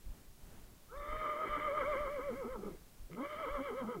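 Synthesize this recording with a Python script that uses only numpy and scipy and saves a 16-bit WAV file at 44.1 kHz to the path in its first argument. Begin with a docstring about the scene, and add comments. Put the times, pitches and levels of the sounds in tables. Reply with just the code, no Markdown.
"""An open hillside, heard from the saddle, the horse's head just ahead of the camera microphone.
First, hooves thump dully through the animal's body, over faint air and steady microphone hiss.
At 0.9 s a thin squeal opens a whinny: the high voice quavers in falling arches, turns hoarse
in each dip and gives way to a low grunt in the deepest ones. The slack folds rattle and snap
as it ends, and again as a shorter whinny starts at 3.1 s. The hooves go on underneath."""
import sys
import numpy as np
from scipy import signal
from scipy.fft import rfft, irfft
from scipy.io import wavfile
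from scipy.ndimage import uniform_filter1d

SR = 44100
rng = np.random.default_rng(int(sys.argv[2]) if len(sys.argv) > 2 else 0)


def dump_mix(stems):
    """Bounce the given channels to the path in sys.argv[1] as a 16-bit WAV at rate SR."""
    frames = np.atleast_2d(stems).T  # one column per channel
    limited = np.clip(frames, -1, 1)  # hard clip at full scale
    pcm = np.round(limited * 32767).astype(np.int16)
    wavfile.write(sys.argv[1], SR, pcm)


N = 176400
TIME = np.arange(N) / SR
# ringing peaks and notches of the rasp (f/Hz, gain/dB)
RASP_RING = [(200, -6.5), (400, -8.5), (560, -28), (750, -18.5), (1060, -6.5), (1280, 3), (1480, -8),
             (1640, -2.5), (1860, -10), (2080, 6), (2170, -3.5), (2270, 1.5), (2440, -28), (2850, -16),
             (3110, -8.5), (3350, -17.5), (3600, -31), (4000, -27.5), (6000, -56)]
LOW_THROAT_HZ = (377, 230)  # centre, width


def whinny(quavers, tone, bright, rasp, crest_hoarseness, edge_db):
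    """The folds sing a high note whose overtones dissolve into turbulence as it sinks, over a ringing rasp."""
    # throat and nose as the overtones meet them (f/Hz, gain/dB)
    tract = [(600, 15.5), (800, 2.5), (1020, -3.5), (1230, -0.5), (1640, -11.5), (1820, -32), (2080, -14.5),
             (2260, -6), (2390, -30), (2500, -31), (2850, -40), (3050, -19.5), (3350, -30), (3580, -28),
             (3900, -41.5)]
    # throat resonances under turbulence (f/Hz, gain/dB)
    hoarse_throat = [(120, -26), (260, -5.5), (400, 2.5), (560, 4), (700, -8), (880, -2.5), (1060, 5),
                     (1170, 4.5), (1290, 14), (1470, -9.5), (1640, -10.5), (1830, -48), (2500, -43)]
    clear_hz, hoarse_hz = 545, 370
    hz, dip = quaver(quavers)
    slack = np.maximum(clear_hz - hz, 0) / (clear_hz - hoarse_hz)
    hoarse = np.clip(crest_hoarseness + .19 * dip + slack, 0, .9)  # share of turbulence
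    wander = .004 * walk(30)
    jitter = (.005 + .028 * hoarse ** 2) * walk(165.7)
    phase = 2 * np.pi * np.cumsum(hz * (1 + wander + jitter)) / SR

    def edged(resonances):
        return [(f, db + edge_db * (f > 2600)) for f, db in resonances]

    def overtone(k):
        gain = gain_at(k * hz, edged(tract)) * undb(2 * walk(54)) * np.sqrt(2 * (1 - hoarse))
        return gain * np.sin(k * phase + rng.uniform(0, 2 * np.pi))

    def puffs():
        """Breath pulsed by the folds."""
        return rng.standard_normal(N) * (1 + .84 * np.cos(phase)) * undb(.7 * walk(110))

    shimmer_db = 1.1 * (1 + 2 * hoarse) * walk(68.4)
    fundamental = np.sin(phase) * undb(1 + shimmer_db) * np.sqrt(2 - .8 * hoarse ** 2)
    second = overtone(2) * undb(1)
    upper = sum(overtone(k) for k in range(3, 9)) * undb(7)
    # the high voice catches and drops out for a moment
    catch = undb(-18 * sum(np.exp(-((TIME - at) / .016) ** 4) for at in (1.472, 1.588)))
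    turbulence = colour(puffs(), hoarse_throat) * undb(3.5) * np.sqrt(hoarse)
    ringing = colour(puffs(), edged(RASP_RING)) * undb(1)
    growl = band_noise(*LOW_THROAT_HZ) * dip * undb(-1.5)
    return (catch * fundamental * envelope(tone)
            + (catch * second + turbulence) * envelope(bright)
            + (catch * upper + ringing + growl) * envelope(rasp))


def quaver(rows):
    """The pitch arches from dip to dip; returns f/Hz and the depth into a dip, 0-1."""
    start, low, crest = np.array(rows).T
    place = np.interp(TIME, start, np.arange(len(start)))
    k = np.minimum(place.astype(int), len(start) - 2)
    arch = np.abs(np.sin(np.pi * (place - k) ** 1.02)) ** .88
    rise = crest[:-1] - (low[:-1] + low[1:]) / 2
    hz = np.interp(TIME, start, low) + rise[k] * arch
    return uniform_filter1d(hz, size=400), (1 - arch) ** 2


def calls():
    """Two whinnies close to the microphone, the second hoarser and with more edge."""
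    # pitch arches; the last row closes the call (start t/s, start f/Hz, mid-arch f/Hz)
    first = [(0.906, 406, 549.2), (1.006, 580.4, 590.8), (1.13, 609.8, 624.5), (1.27, 591.2, 607.8),
             (1.36, 583.5, 633), (1.475, 571.5, 606), (1.592, 570.8, 610.7), (1.711, 540.7, 614),
             (1.835, 490, 602), (1.956, 506.7, 598.8), (2.076, 515.8, 589.2), (2.2, 473.5, 575.8),
             (2.327, 409.1, 554.8), (2.451, 361.5, 526.7), (2.59, 329.3, 427), (2.74, 235.8, 237.5)]
    second = [(3.171, 420.2, 529.6), (3.26, 566.8, 609.3), (3.354, 581.5, 643), (3.471, 453, 589),
              (3.596, 487, 570.2), (3.722, 359.6, 542.3), (3.85, 388, 495), (3.98, 338.2, 334),
              (4.05, 256, 261)]
    # fundamental, per call (t/s, level/dB)
    tone = [
        [(0.91, -43.5), (0.94, -53), (1.42, -46.5), (1.5, -48.5), (1.656, -49), (1.688, -39.5), (1.738, -39),
         (1.775, -47.5), (1.812, -37), (1.838, -50), (1.872, -38), (2.03, -42.5), (2.11, -45.5), (2.17, -41.5),
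         (2.224, -49), (2.292, -38.5), (2.34, -50.5), (2.412, -43.5), (2.45, -46), (2.52, -47.5), (2.58, -52.5),
         (2.62, -50.5), (2.67, -49.5), (2.71, -54)],
        [(3.19, -57), (3.212, -55), (3.26, -44), (3.28, -55.5), (3.342, -46), (3.364, -54), (3.448, -43),
         (3.51, -46.5), (3.565, -44), (3.605, -50.5), (3.69, -43), (3.73, -49), (3.795, -42), (3.86, -50),
         (3.922, -45.5), (3.97, -50.5), (4.0, -53)],
    ]
    # second harmonic and turbulence, per call (t/s, level/dB)
    bright = [
        [(0.91, -55), (0.966, -52.5), (1.175, -42.5), (1.19, -53), (1.215, -40.5), (1.295, -40.5), (1.39, -45),
         (1.412, -38.5), (1.442, -36.5), (1.485, -46.5), (1.528, -40.5), (1.555, -37.5), (1.575, -39.5),
         (1.622, -44), (1.64, -39), (1.68, -37.5), (1.7, -47), (1.756, -43), (1.785, -35.5), (1.81, -43.5),
         (1.94, -41.5), (1.974, -45.5), (2.072, -43.5), (2.152, -57), (2.175, -49), (2.382, -56),
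         (2.418, -52.5), (2.504, -58.5), (2.556, -47), (2.58, -65), (2.678, -58), (2.74, -78)],
        [(3.16, -51.5), (3.19, -50), (3.232, -50.5), (3.248, -42.5), (3.284, -57), (3.302, -49.5), (3.348, -48),
         (3.364, -55), (3.4, -43), (3.49, -46.5), (3.51, -49), (3.542, -45), (3.585, -43.5), (3.618, -55.5),
         (3.68, -45), (3.754, -55.5), (3.802, -45), (3.864, -54.5), (3.885, -49.5), (3.948, -51.5), (3.98, -62)],
    ]
    # upper harmonics, ringing rasp and growl, per call (t/s, level/dB)
    rasp = [
        [(0.92, -74), (1.0, -63), (1.1, -53), (1.288, -49.5), (1.38, -53), (1.46, -47.5), (1.57, -46),
         (1.754, -51.5), (1.8, -45.5), (1.872, -50.5), (1.93, -47), (2.114, -55), (2.426, -61), (2.482, -67.5),
         (2.535, -55.5), (2.58, -83), (2.65, -66.5), (2.76, -76)],
        [(3.1, -64), (3.17, -68.5), (3.244, -53.5), (3.285, -56), (3.32, -53), (3.568, -53), (3.6, -58),
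         (3.685, -52.5), (3.744, -62.5), (3.8, -54.5), (3.85, -66), (3.926, -58), (4.0, -73)],
    ]
    return (whinny(first, tone[0], bright[0], rasp[0], crest_hoarseness=.12, edge_db=-2)
            + whinny(second, tone[1], bright[1], rasp[1], crest_hoarseness=.17, edge_db=3))


def grunts():
    """The low voice takes over in the dips, gliding about an octave under the high one."""
    # single grunts (centre t/s, length/s, f/Hz, glide/(Hz/s), level/dB)
    low_notes = [(1.462, 0.042, 327, -3000, -50.5), (1.588, 0.039, 295, 698, -46.5),
                 (1.836, 0.048, 280.5, 0, -56), (2.202, .04, 284.2, -6, -50.5),
                 (2.328, 0.06, 245.8, 997, -44), (2.464, 0.046, 232.5, 812, -44),
                 (2.592, 0.071, 206.2, -1000, -49), (2.666, 0.069, 203.8, -400, -46.5),
                 (2.724, 0.042, 159, -900, -52.5), (3.146, 0.097, 181.5, 701, -50),
                 (3.208, 0.076, 265, 1500, -40), (3.481, 0.03, 291, -5, -52),
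                 (3.604, 0.054, 268.5, 501, -41), (3.732, 0.066, 250.4, 5, -50),
                 (3.835, 0.05, 229.4, -1400, -41.5), (3.882, 0.058, 222.2, 1003, -41),
                 (3.969, 0.048, 175.4, -2000, -48)]
    jitter, shimmer = 1 + .05 * walk(88), undb(1.5 * walk(120))
    out = np.zeros(N)
    for at, length, hz, glide, db in low_notes:
        near = np.abs(TIME - at) < length
        offset = TIME[near] - at
        phase = 2 * np.pi * np.cumsum((hz + glide * offset) * jitter[near]) / SR
        voice = sum(undb(-8 * k) * np.sin((k + 1) * phase) for k in range(4))
        out[near] += undb(db) * np.exp(-6 * (offset / length) ** 2) * voice
    return np.sqrt(2) * out * shimmer


def rattle():
    """The slack folds flap loosely, in uneven puffs that ring the low throat."""
    # spells of flapping (start t/s, end t/s, level/dB)
    spells = [(2.556, 2.75, -50.5), (3.094, 3.19, -52.5)]
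    flaps_per_s, decay_s = 60, .006
    flaps = np.zeros(N)
    for start, end, db in spells:
        for at in np.arange(start, end, 1 / flaps_per_s):
            age = np.maximum(TIME - at - rng.uniform(-.5, .5) / flaps_per_s, 0) / decay_s
            flaps += undb(db) * 2 * np.sqrt(age) * np.exp(-age)
    return flaps * band_noise(*LOW_THROAT_HZ)


def creaks():
    """Lone snaps of the slack folds ring briefly, coloured like the rasp."""
    # snaps (t/s, level/dB)
    snaps = [(2.636, -51), (3.114, -52), (3.132, -48), (3.149, -50), (3.175, -59)]
    bursts = sum(undb(db) * (TIME >= at) * np.exp(-np.abs(TIME - at) / .002) for at, db in snaps)
    return bursts * colour(rng.standard_normal(N), RASP_RING)


def squeal():
    """A thin whistle rises as the folds tighten; its octave comes in near the top."""
    # course of the whistle (t/s, f/Hz, level/dB)
    course = [(.875, 1188, -79), (.9, 1282, -59), (.94, 1570, -63), (.98, 1772, -64.5), (1.21, 1787, -64),
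              (1.3, 1730, -72)]
    hz = curve([(at, f) for at, f, _ in course]) * (1 + .022 * walk(150))
    phase = 2 * np.pi * np.cumsum(hz) / SR
    octave = (hz / hz.max()) ** 12 * np.sin(2 * phase) * undb(-3.5 + 3 * walk(90))
    return np.sqrt(2) * (np.sin(phase) + octave) * envelope([(at, db) for at, _, db in course])


def hooves():
    """Each step reaches the microphone through the body as a soft thump, with a dull rustle of tack."""
    # hoof falls (t/s, level/dB)
    steps = [(0.058, -39), (0.276, -52), (0.427, -46.5), (0.632, -52.5), (0.961, -43), (1.085, -39),
             (1.138, -42.5), (1.49, -43), (1.631, -50), (1.871, -45), (2.002, -42), (2.219, -49.5),
             (2.503, -45), (2.995, -44), (3.504, -41)]
    # dull ring of a thump (f/Hz, level/dB, decay/s)
    modes = [(25, 1, 0.028), (41, 3.5, 0.019), (63.7, -6.5, 0.014)]
    # spectrum of the tack (f/Hz, gain/dB)
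    tack = [(40, -39), (90, 19), (150, -4), (300, -10), (900, -26), (4000, -68)]
    rise_s, rustle_decay_s = .019, .087
    rustle = colour(rng.standard_normal(N), tack) * undb(-18)
    out = np.zeros(N)
    for at, db in steps:
        age = np.maximum(TIME - at, 0)
        detune = 1 + .05 * rng.standard_normal()
        ring = sum(undb(mode_db) * np.exp(-age / decay) * np.sin(2 * np.pi * hz * detune * age)
                   for hz, mode_db, decay in modes)
        onset = 1 - np.exp(-(age / rise_s) ** 2)
        out += undb(db) * onset * (undb(11.5) * ring + rustle * np.exp(-age / rustle_decay_s))
    return out


def hillside():
    """Low, gently swelling air and the even hiss of the microphone."""
    # spectrum of the open air (f/Hz, gain/dB)
    open_air = [(20, 3.5), (45, -4.5), (90, -10.5), (160, -11), (300, -15.5), (500, -20.5), (900, -25),
                (2000, -32), (4000, -37.5), (9000, -41.5)]
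    air = colour(rng.standard_normal(N), open_air) * undb(-57.5 + 3 * walk(2))
    hiss = undb(-66) * rng.standard_normal(N)
    return air + hiss


def undb(db):
    return 10 ** (np.asarray(db) / 20)


def unit(x):
    return x / np.sqrt(np.mean(x ** 2))


def curve(rows):
    """Join (t/s, value) rows by straight lines."""
    return np.interp(TIME, *np.array(rows).T)


def envelope(rows, fade_s=.025):
    """Gain from (t/s, level/dB) rows, faded to silence at both ends."""
    fade_in = np.clip((TIME - rows[0][0]) / fade_s, 0, 1)
    fade_out = np.clip((rows[-1][0] - TIME) / fade_s + 1, 0, 1)
    return undb(curve(rows)) * fade_in * fade_out


def gain_at(hz, points):
    """Gain of a (f/Hz, gain/dB) spectrum at the given frequencies."""
    f, db = np.array(points).T
    return undb(np.interp(np.log(hz + 1), np.log(f), db))


def colour(x, points):
    """Filter by a (f/Hz, gain/dB) spectrum, to rms 1."""
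    return unit(irfft(rfft(x) * gain_at(np.arange(N // 2 + 1) * SR / N, points), N))


def band_noise(hz, width_hz):
    """Noise in one bell-shaped band, rms 1."""
    f = np.arange(N // 2 + 1) * SR / N
    bell = np.exp(-.5 * ((f - hz) / (width_hz / 2)) ** 2)
    return unit(irfft(rfft(rng.standard_normal(N)) * bell, N))


def walk(rate_hz):
    """Smooth random drift up to about this rate, rms 1."""
    return band_noise(0, 2 * rate_hz)


def scene():
    """The horse close up, the hillside behind, in mono."""
    return (calls() + grunts() + rattle() + creaks() + squeal() + hooves() + hillside())[None]


def record(dry):
    """The camera cuts the top steeply."""
    top_hz = 15750
    return signal.sosfilt(signal.ellip(10, .2, 70, top_hz, fs=SR, output="sos"), dry)


dry = scene()
out = record(dry)
dump_mix(out)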